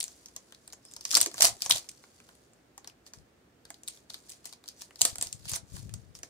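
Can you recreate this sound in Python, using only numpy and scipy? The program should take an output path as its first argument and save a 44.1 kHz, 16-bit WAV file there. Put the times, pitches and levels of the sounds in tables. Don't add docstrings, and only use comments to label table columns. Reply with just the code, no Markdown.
import sys
import numpy as np
from scipy import signal
from scipy.fft import rfft, irfft
from scipy.io import wavfile
from scipy.ndimage import uniform_filter1d

SR = 44100
rng = np.random.default_rng(int(sys.argv[2]) if len(sys.argv) > 2 else 0)


def amplitude_ratio(level_db):
    exponent = np.asarray(level_db, float) / 20
    return 10 ** exponent


def transcribe(signal):
    frames = np.atleast_2d(signal).T
    limited = np.clip(frames, -1, 1)
    pcm = np.round(limited * 32767).astype(np.int16)
    wavfile.write(sys.argv[1], SR, pcm)


N = 277389


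def evened(x):
    return x / np.sqrt(np.mean(x ** 2) + 1e-20)


def read(points, hz):
    f, value = np.transpose(points)
    return np.interp(np.log(hz + 1), np.log(f + 1), value)


def follow(rows):
    s, *columns = np.transpose(rows)
    return [np.interp(np.arange(N) / SR, s, c, -140, -140) for c in columns]


def swells(rows):
    t = np.arange(0, N + 64, 64) / SR
    power = np.zeros(len(t))
    for s, db, rise_s, fall_s in rows:
        slopes = np.where(t < s, (s - t) / rise_s, (t - s) / fall_s)
        power += amplitude_ratio(2 * db - 40 * slopes)
    return np.interp(np.arange(N) / SR, t, np.sqrt(power))


def add(mix, s, sound):
    part = mix[:, max(round(s * SR), 0):][:, :sound.shape[1]]
    part += sound[:, :part.shape[1]]


def panned(db):
    return amplitude_ratio(np.array([db / 2, -db / 2, 0 * db]))


def coloured(points, channels):
    z = rfft(rng.standard_normal((channels, N)))
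    return irfft(z * amplitude_ratio(read(points, np.fft.rfftfreq(N, 1 / SR))), N)


# frequency in Hz, density in dB per Hz.
HUSH_SPECTRUM = [(20, -47), (36, -22.5), (55, 0.5), (110, -4.5), (240, -1), (370, -2), (640, -7),
                 (950, -13), (1700, -13.5), (2500, -18), (4500, -22), (8500, -25.5), (11000, -32),
                 (15600, -29.5), (16500, -50)]
# frequency in Hz, likeness from 0 to 1.
HUSH_LIKENESS = [(60, 0.86), (240, 0.91), (950, 0.053), (3770, 0.01), (15000, 0.01)]
# frequency in Hz, left-right difference in dB.
HUSH_BALANCE = [(60, 0.0), (380, -1.5), (2380, -0.5), (15000, -2.5)]


def hush(level_db=-64.5, hum_hz=120.0, hum_db=-76):
    hz = np.fft.rfftfreq(N, 1 / SR)
    a, b = rfft(coloured(HUSH_SPECTRUM, channels=2))
    same = np.clip(read(HUSH_LIKENESS, hz), -1, 1)
    partly_alike = np.array([a, same * a + np.sqrt(1 - same ** 2) * b])
    pair = irfft(partly_alike * panned(read(HUSH_BALANCE, hz))[:2], N)
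    hum = amplitude_ratio(hum_db) * np.sin(2 * np.pi * hum_hz * np.arange(N) / SR)
    return amplitude_ratio(level_db) * pair / np.sqrt(np.mean(pair.mean(0) ** 2)) + hum


# frequency in Hz, time to decay by 60 dB in seconds.
ROOM_DECAY = [(400, 0.32), (1300, 0.19), (3500, 0.15), (9000, 0.13), (16000, 0.061)]


def room(x):
    half_s = SR // 2
    taps = np.zeros((2, half_s))
    at = np.arange(120, half_s - 20, 20) + rng.integers(0, 20, (2, (half_s - 121) // 20))
    np.put_along_axis(taps, at, rng.choice([-1., 1.], at.shape), 1)
    hz, t, z = signal.stft(taps, SR, nperseg=128)
    z[1] = np.where(hz[:, None] < 700, z[0], z[1])
    decay = amplitude_ratio(-60 * t / read(ROOM_DECAY, hz)[:, None])
    tail = signal.istft(z * decay, SR, nperseg=128)[1]
    return signal.oaconvolve(x, tail / np.linalg.norm(tail[0]), axes=1)[:, :N]


# frequency in Hz, density in dB per Hz.
BUFFET_SPECTRUM = [(15, -53.5), (25, -31.5), (59, -5), (102, 1), (191, -12), (260, -21), (362, -26),
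                   (485, -35.5), (600, -32), (780, -61), (1320, -120)]
# peak time in seconds, level in dB,
# seconds to rise 20 dB, seconds to fall 20 dB.
AIR_PUFFS = [(1.226, -50, .03, .021), (1.435, -53, .08, .06), (1.528, -57, .1, .04), (1.75, -61, .15, .04),
             (3.196, -56, .035, .05), (5.02, -53, .021, .1), (5.132, -55, .033, .023),
             (5.19, -55, .035, .17), (5.358, -53.5, .075, .11), (5.472, -51, .034, .022),
             (5.522, -53, .016, .053), (5.618, -54, .05, .07), (5.738, -47.5, .027, .2),
             (5.862, -43, .07, .15), (5.96, -44.5, .1, .06), (6.05, -59, .1, .3)]


def draught(right_db=-17.5):
    smooth = uniform_filter1d(rng.standard_normal(N), 400)
    lumps = evened(uniform_filter1d(smooth, 400))
    air = evened(coloured(BUFFET_SPECTRUM, channels=1)[0] * amplitude_ratio(4.6 * lumps))
    level = amplitude_ratio(11.5) * swells(AIR_PUFFS)
    return np.array([air, amplitude_ratio(right_db) * air[::-1]]) * uniform_filter1d(level, 300)


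# start in seconds, peak in dB, pitch in Hz.
STACK_KNOCKS = [(1.136, -32, 1300), (1.168, -28, 1150), (1.268, -37, 340), (1.403, -29, 650),
                (1.42, -26, 1900), (1.441, -27, 700), (1.659, -39, 760), (1.701, -29, 1050),
                (1.755, -41, 630), (2.778, -46, 820), (3.702, -50, 680)]


def knocks(cycles=24.):
    out, t = np.zeros((3, N)), np.arange(SR // 5) / SR
    for s, db, hz in STACK_KNOCKS:
        modes = np.sin(2 * np.pi * hz * t) + .6 * np.sin(2 * np.pi * 1.17 * hz * t)
        onset = np.tanh(t * hz / 2)
        ring = onset * modes * amplitude_ratio(db + 7 - 60 * t * hz / cycles)
        add(out, s, panned(-6.0)[:, None] * ring * [[1], [1], [.5]])
    return out


# time in seconds, level in dB.
SEAM_STRAIN = [
    (.82, -85),
    (.86, -61),
    (.95, -64),
    (1.04, -62),
    (1.09, -56),
    (1.14, -37),
    (1.17, -70),
]


def seam(ring_hz=5200., width_hz=450., slips_per_s=700):
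    slips = rng.standard_normal((3, N)) * (rng.random((3, N)) < slips_per_s / SR)
    band = signal.butter(1, ring_hz + width_hz * np.array([-.5, .5]), "band", fs=SR)
    ringing = signal.lfilter(*band, signal.lfilter(*band, slips))
    return amplitude_ratio(follow(SEAM_STRAIN)[0]) * evened(ringing)


# frequency in Hz, density in dB per Hz.
FOIL_SPECTRUM = [(880, -40), (1500, -17.5), (2450, -4.5), (2680, -6), (3310, -2.5), (7620, 0),
                 (10500, -4.5), (12100, -9.5), (14100, -6), (15500, -12), (16500, -39)]
# frequency in Hz, density in dB per Hz.
SLAP_SPECTRUM = [(120, -25.5), (330, -9), (480, -12.5), (680, -6), (1200, -5), (2000, -8.5), (4000, -26.5)]


def snap(ring_hz, slap_db, ring_db=8.5, width=.22, burst_s=.0008, spread_s=.0022, slap_s=.0032,
         alike=.6, port_gap_s=.00027):
    t, hz = np.arange(1024) / SR, np.fft.rfftfreq(1024, 1 / SR)
    left, right, low = rng.standard_normal((1024, 3)).T
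    ports = np.array([left, alike * left + (1 - alike) * right])
    burst = rfft(ports * t * np.exp(-t / burst_s))
    burst = np.vstack([burst, np.ones(len(hz))])

    octave_like = np.log((hz + 1) / ring_hz)
    colour_db = read(FOIL_SPECTRUM, hz) + ring_db * np.exp(-(octave_like / width) ** 2)
    colour_db -= 2.4 * abs(octave_like)
    bending = np.exp(-4j * np.pi * spread_s * np.sqrt(4000 * (hz + 1500.)))
    crack = irfft(burst * amplitude_ratio(colour_db) * bending)
    crack /= np.linalg.norm(crack, axis=1)[:, None]
    slap = irfft(rfft(low * np.exp(-t / slap_s)) * amplitude_ratio(read(SLAP_SPECTRUM, hz)) * bending)

    swell = uniform_filter1d((crack[:2] ** 2).sum(0), 32)
    rows = crack / np.sqrt(swell.max())
    rows = rows + amplitude_ratio(slap_db) * panned(-5.0)[:, None] * slap / abs(slap).max()
    rows = np.roll(rows, 120 - swell.argmax(), axis=1) * signal.windows.tukey(1024, .04)
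    rows[1] = np.roll(rows[1], round(port_gap_s * SR * rng.uniform(-.3, 1.3)))
    return rows


# time in seconds, crackle level in dB.
RESTING_FINGERS = [(0.0, -62), (0.37, -66), (0.83, -71), (0.87, -64), (1.04, -70), (1.8, -61), (2.36, -67),
                   (2.72, -84), (3.6, -92), (4.85, -76), (5.0, -70), (6.3, -82)]
# peak time in seconds, level in dB,
# seconds to rise 20 dB, seconds to fall 20 dB.
FOIL_SQUEEZES = [(0.0, -47, .01, .19), (1.058, -56, .021, .07), (1.114, -37, .017, .1),
                 (1.176, -29, .1, .04), (1.221, -30, .05, .054), (1.342, -55, .06, .1),
                 (1.449, -19.5, .055, .056), (1.626, -39.5, .03, .11), (1.705, -29.5, .015, .08),
                 (1.765, -34, .1, .045), (2.784, -72, .04, .18), (3.071, -54, .021, .035),
                 (3.144, -60, .015, .1), (3.69, -66, .03, .3), (3.886, -49, .025, .13),
                 (4.107, -54.5, .017, .27), (4.318, -50, .09, .08), (4.46, -47.5, .03, .09),
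                 (4.687, -56.5, .05, .075), (4.821, -49.5, .08, .07), (5.021, -45, .017, .1),
                 (5.056, -33.5, .06, .09), (5.228, -42, .03, .11), (5.333, -54, .021, .12),
                 (5.488, -38, .025, .07), (5.564, -33.5, .1, .026), (5.765, -47.5, .1, .125),
                 (5.943, -62, .1, .2), (6.158, -53, .018, .058), (6.238, -56, .017, .075)]


def crackle(per_s=1200.0, spread_db=3.2, count=16):
    happens = rng.random(N) < per_s / SR
    size = amplitude_ratio(spread_db * np.minimum(rng.exponential(1, N), 3)) * happens
    kind, out = rng.integers(0, count, N), np.zeros((3, N))
    for k, ring_hz in enumerate(np.geomspace(4000, 10000, count)):
        hits = (size * (kind == k))[None]
        out += signal.oaconvolve(hits, snap(ring_hz, -18), axes=1)[:, :N]
    level = np.hypot(amplitude_ratio(follow(RESTING_FINGERS)[0]), swells(FOIL_SQUEEZES))
    return level * evened(out)


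# onset in seconds, peak in dB, # ringing pitch of the facet
# in Hz, slap of the whole pack in dB relative to the snap.
GRIP_SNAPS = [(.003, -18.5, 9100, -28), (.0086, -23.5, 4300, -27), (.0279, -23.5, 8500, -24),
              (.0402, -22, 7460, -48), (.0801, -31.5, 6440, -15), (.2592, -34, 5900, -18),
              (.2848, -41.5, 5530, -18), (.3636, -27, 6130, -15), (.5241, -41, 3600, -3.5),
              (.5472, -41.5, 4470, -34), (.677, -37, 8700, -11.5), (.7019, -46, 4300, -16),
              (.7251, -36, 5270, -18), (.7321, -34.5, 6700, -9.5), (.7357, -39, 6800, -16),
              (.8515, -38.5, 8100, -17), (.9121, -43, 8400, -15), (.9201, -42, 7900, -17),
              (.9367, -34, 6850, -19), (.964, -31, 5800, -13), (1.0091, -33.5, 5300, -15)]
FIRST_RIP_SNAPS = [(1.052, -19, 5300, -18), (1.1078, -22, 5100, -26), (1.1128, -17, 5100, -27),
                   (1.1263, -23, 5000, -22), (1.131, -21, 6200, -12), (1.1434, -11, 4900, -20),
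                   (1.1515, -5.5, 4900, -27), (1.1598, -14, 4700, -13), (1.17, -7, 7800, -14),
                   (1.1751, -11, 7900, -15), (1.2036, -16, 5000, -21), (1.2133, -5, 8200, -24),
                   (1.2292, -18, 6100, -22), (1.2615, -17.5, 6400, -12), (1.2716, -31, 6900, -8),
                   (1.3147, -37, 5000, -8)]
LATER_RIP_SNAPS = [(1.3426, -31, 7100, -6), (1.3808, -27, 4300, -8), (1.4073, -9, 5200, -15),
                   (1.4213, -3.5, 5800, -19), (1.4275, -5, 8700, -22), (1.4417, -10, 9000, -14),
                   (1.4467, -9, 5300, -15), (1.4521, -8, 8700, -19), (1.4692, -19, 6200, -20),
                   (1.4745, -19, 7800, -20), (1.4822, -23, 7000, -9), (1.5677, -42, 7600, -18),
                   (1.6061, -36, 4200, -15), (1.6203, -15.5, 4800, -26), (1.6513, -28, 7700, -23),
                   (1.6611, -20, 6200, -11), (1.6954, -18, 7500, -16), (1.6991, -15, 10300, -18),
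                   (1.706, -15, 7000, -10), (1.7092, -4.5, 3500, -24), (1.7214, -12, 3800, -27),
                   (1.7462, -26, 6200, -17), (1.7606, -23, 3600, -18), (1.771, -26, 4600, -18),
                   (1.7801, -27, 5000, -19)]
HOLD_SNAPS = [(1.8434, -48, 2580, -3), (1.8888, -30, 6000, -37), (1.8923, -31, 8100, -30),
              (1.914, -43, 8100, -13), (2.0387, -46, 4100, 3), (2.2019, -46.5, 2700, -1),
              (2.2899, -49, 3200, 4), (2.351, -52, 9200, -15), (2.5335, -51, 7800, -18),
              (2.7791, -36, 6590, -8), (2.8446, -40.5, 3960, -6), (2.874, -30.5, 5120, -10),
              (2.8984, -45.5, 2600, -6.5), (3.0649, -43, 5400, -9), (3.1358, -35.5, 5500, -10),
              (3.187, -52, 5000, -11)]
SLIDE_SNAPS = [(3.6521, -41, 4400, -5), (3.7033, -31.5, 7540, -7.5), (3.7425, -39, 4360, -32),
               (3.834, -36, 7100, -16), (3.878, -28, 4070, -29), (3.8829, -23, 8910, -26.5),
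               (3.9735, -45, 3900, -7), (4.0988, -39.5, 4000, -13), (4.1021, -29.5, 4230, -19),
               (4.1357, -38, 4780, -23), (4.1433, -28, 4280, -13), (4.294, -34.5, 7900, -33),
               (4.3009, -34, 8700, -24), (4.3191, -37, 5500, -31), (4.444, -45, 4200, -6),
               (4.4554, -30.5, 7000, -14), (4.4723, -41, 8700, -18), (4.5263, -35.5, 4120, -10.5),
               (4.534, -38, 4930, -13.5), (4.64, -44, 4010, -6.5), (4.659, -45, 4370, -8.5),
               (4.6789, -33, 4600, -39), (4.6866, -28, 4900, -25), (4.8093, -39, 5030, -32),
               (4.8143, -36.5, 5800, -15), (4.8195, -31.5, 5000, -10), (4.908, -49, 2660, 4),
               (4.958, -38, 4460, -12)]
FLING_SNAPS = [(4.9925, -35, 6100, -23), (5.01, -18, 7600, -10), (5.0164, -3, 7960, -31),
               (5.051, -10, 8500, -13.5), (5.0533, -10.5, 8150, -22.5), (5.1568, -27, 8200, -12),
               (5.183, -24.5, 8400, -16), (5.2125, -19, 7940, -19), (5.2252, -13, 8340, -20),
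               (5.2704, -30, 5440, -17), (5.3269, -24, 7700, -32), (5.454, -36, 4900, -8),
               (5.4848, -31.5, 2880, -26), (5.4956, -26, 11300, -21), (5.5162, -23, 9000, -14),
               (5.5346, -21, 6400, -12), (5.5419, -27, 6100, -18), (5.5616, -24, 9500, -16),
               (5.5653, -30, 9000, -6), (5.7658, -36, 8400, -3.5), (5.893, -45, 2600, -3),
               (5.9385, -29, 6970, -16), (6.1519, -35.5, 5620, -15.5), (6.1892, -41.5, 8450, -10.5),
               (6.233, -29.5, 5800, -9)]
ACTION_SIDES = [
    1.5,
    0.6,
    0.4,
    1.2,
    1.5,
    0.3,
]


def creases(scatter_db=2.5):
    out = np.zeros((3, N))
    actions = (GRIP_SNAPS, FIRST_RIP_SNAPS, LATER_RIP_SNAPS, HOLD_SNAPS, SLIDE_SNAPS, FLING_SNAPS)
    for rows, pan_db in zip(actions, ACTION_SIDES):
        for s, db, ring_hz, slap_db in rows:
            side = panned(pan_db + scatter_db * rng.standard_normal())[:, None]
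            add(out, s - .002, amplitude_ratio(db - 0.1) * side * snap(ring_hz, slap_db + 0.1))
    return out


def scene(room_db=-9):
    foil = creases() + crackle() + seam() + knocks()
    direct, to_walls = foil[:2], foil[2:]
    return direct + amplitude_ratio(room_db) * room(to_walls) + draught() + hush()


def band_limit(x):
    return signal.sosfilt(signal.butter(12, 15800, fs=SR, output="sos"), x)


def record(dry):
    mix = 1.259 * np.tanh(dry / 1.337)
    return band_limit(mix)


dry = scene()
out = record(dry)
transcribe(out)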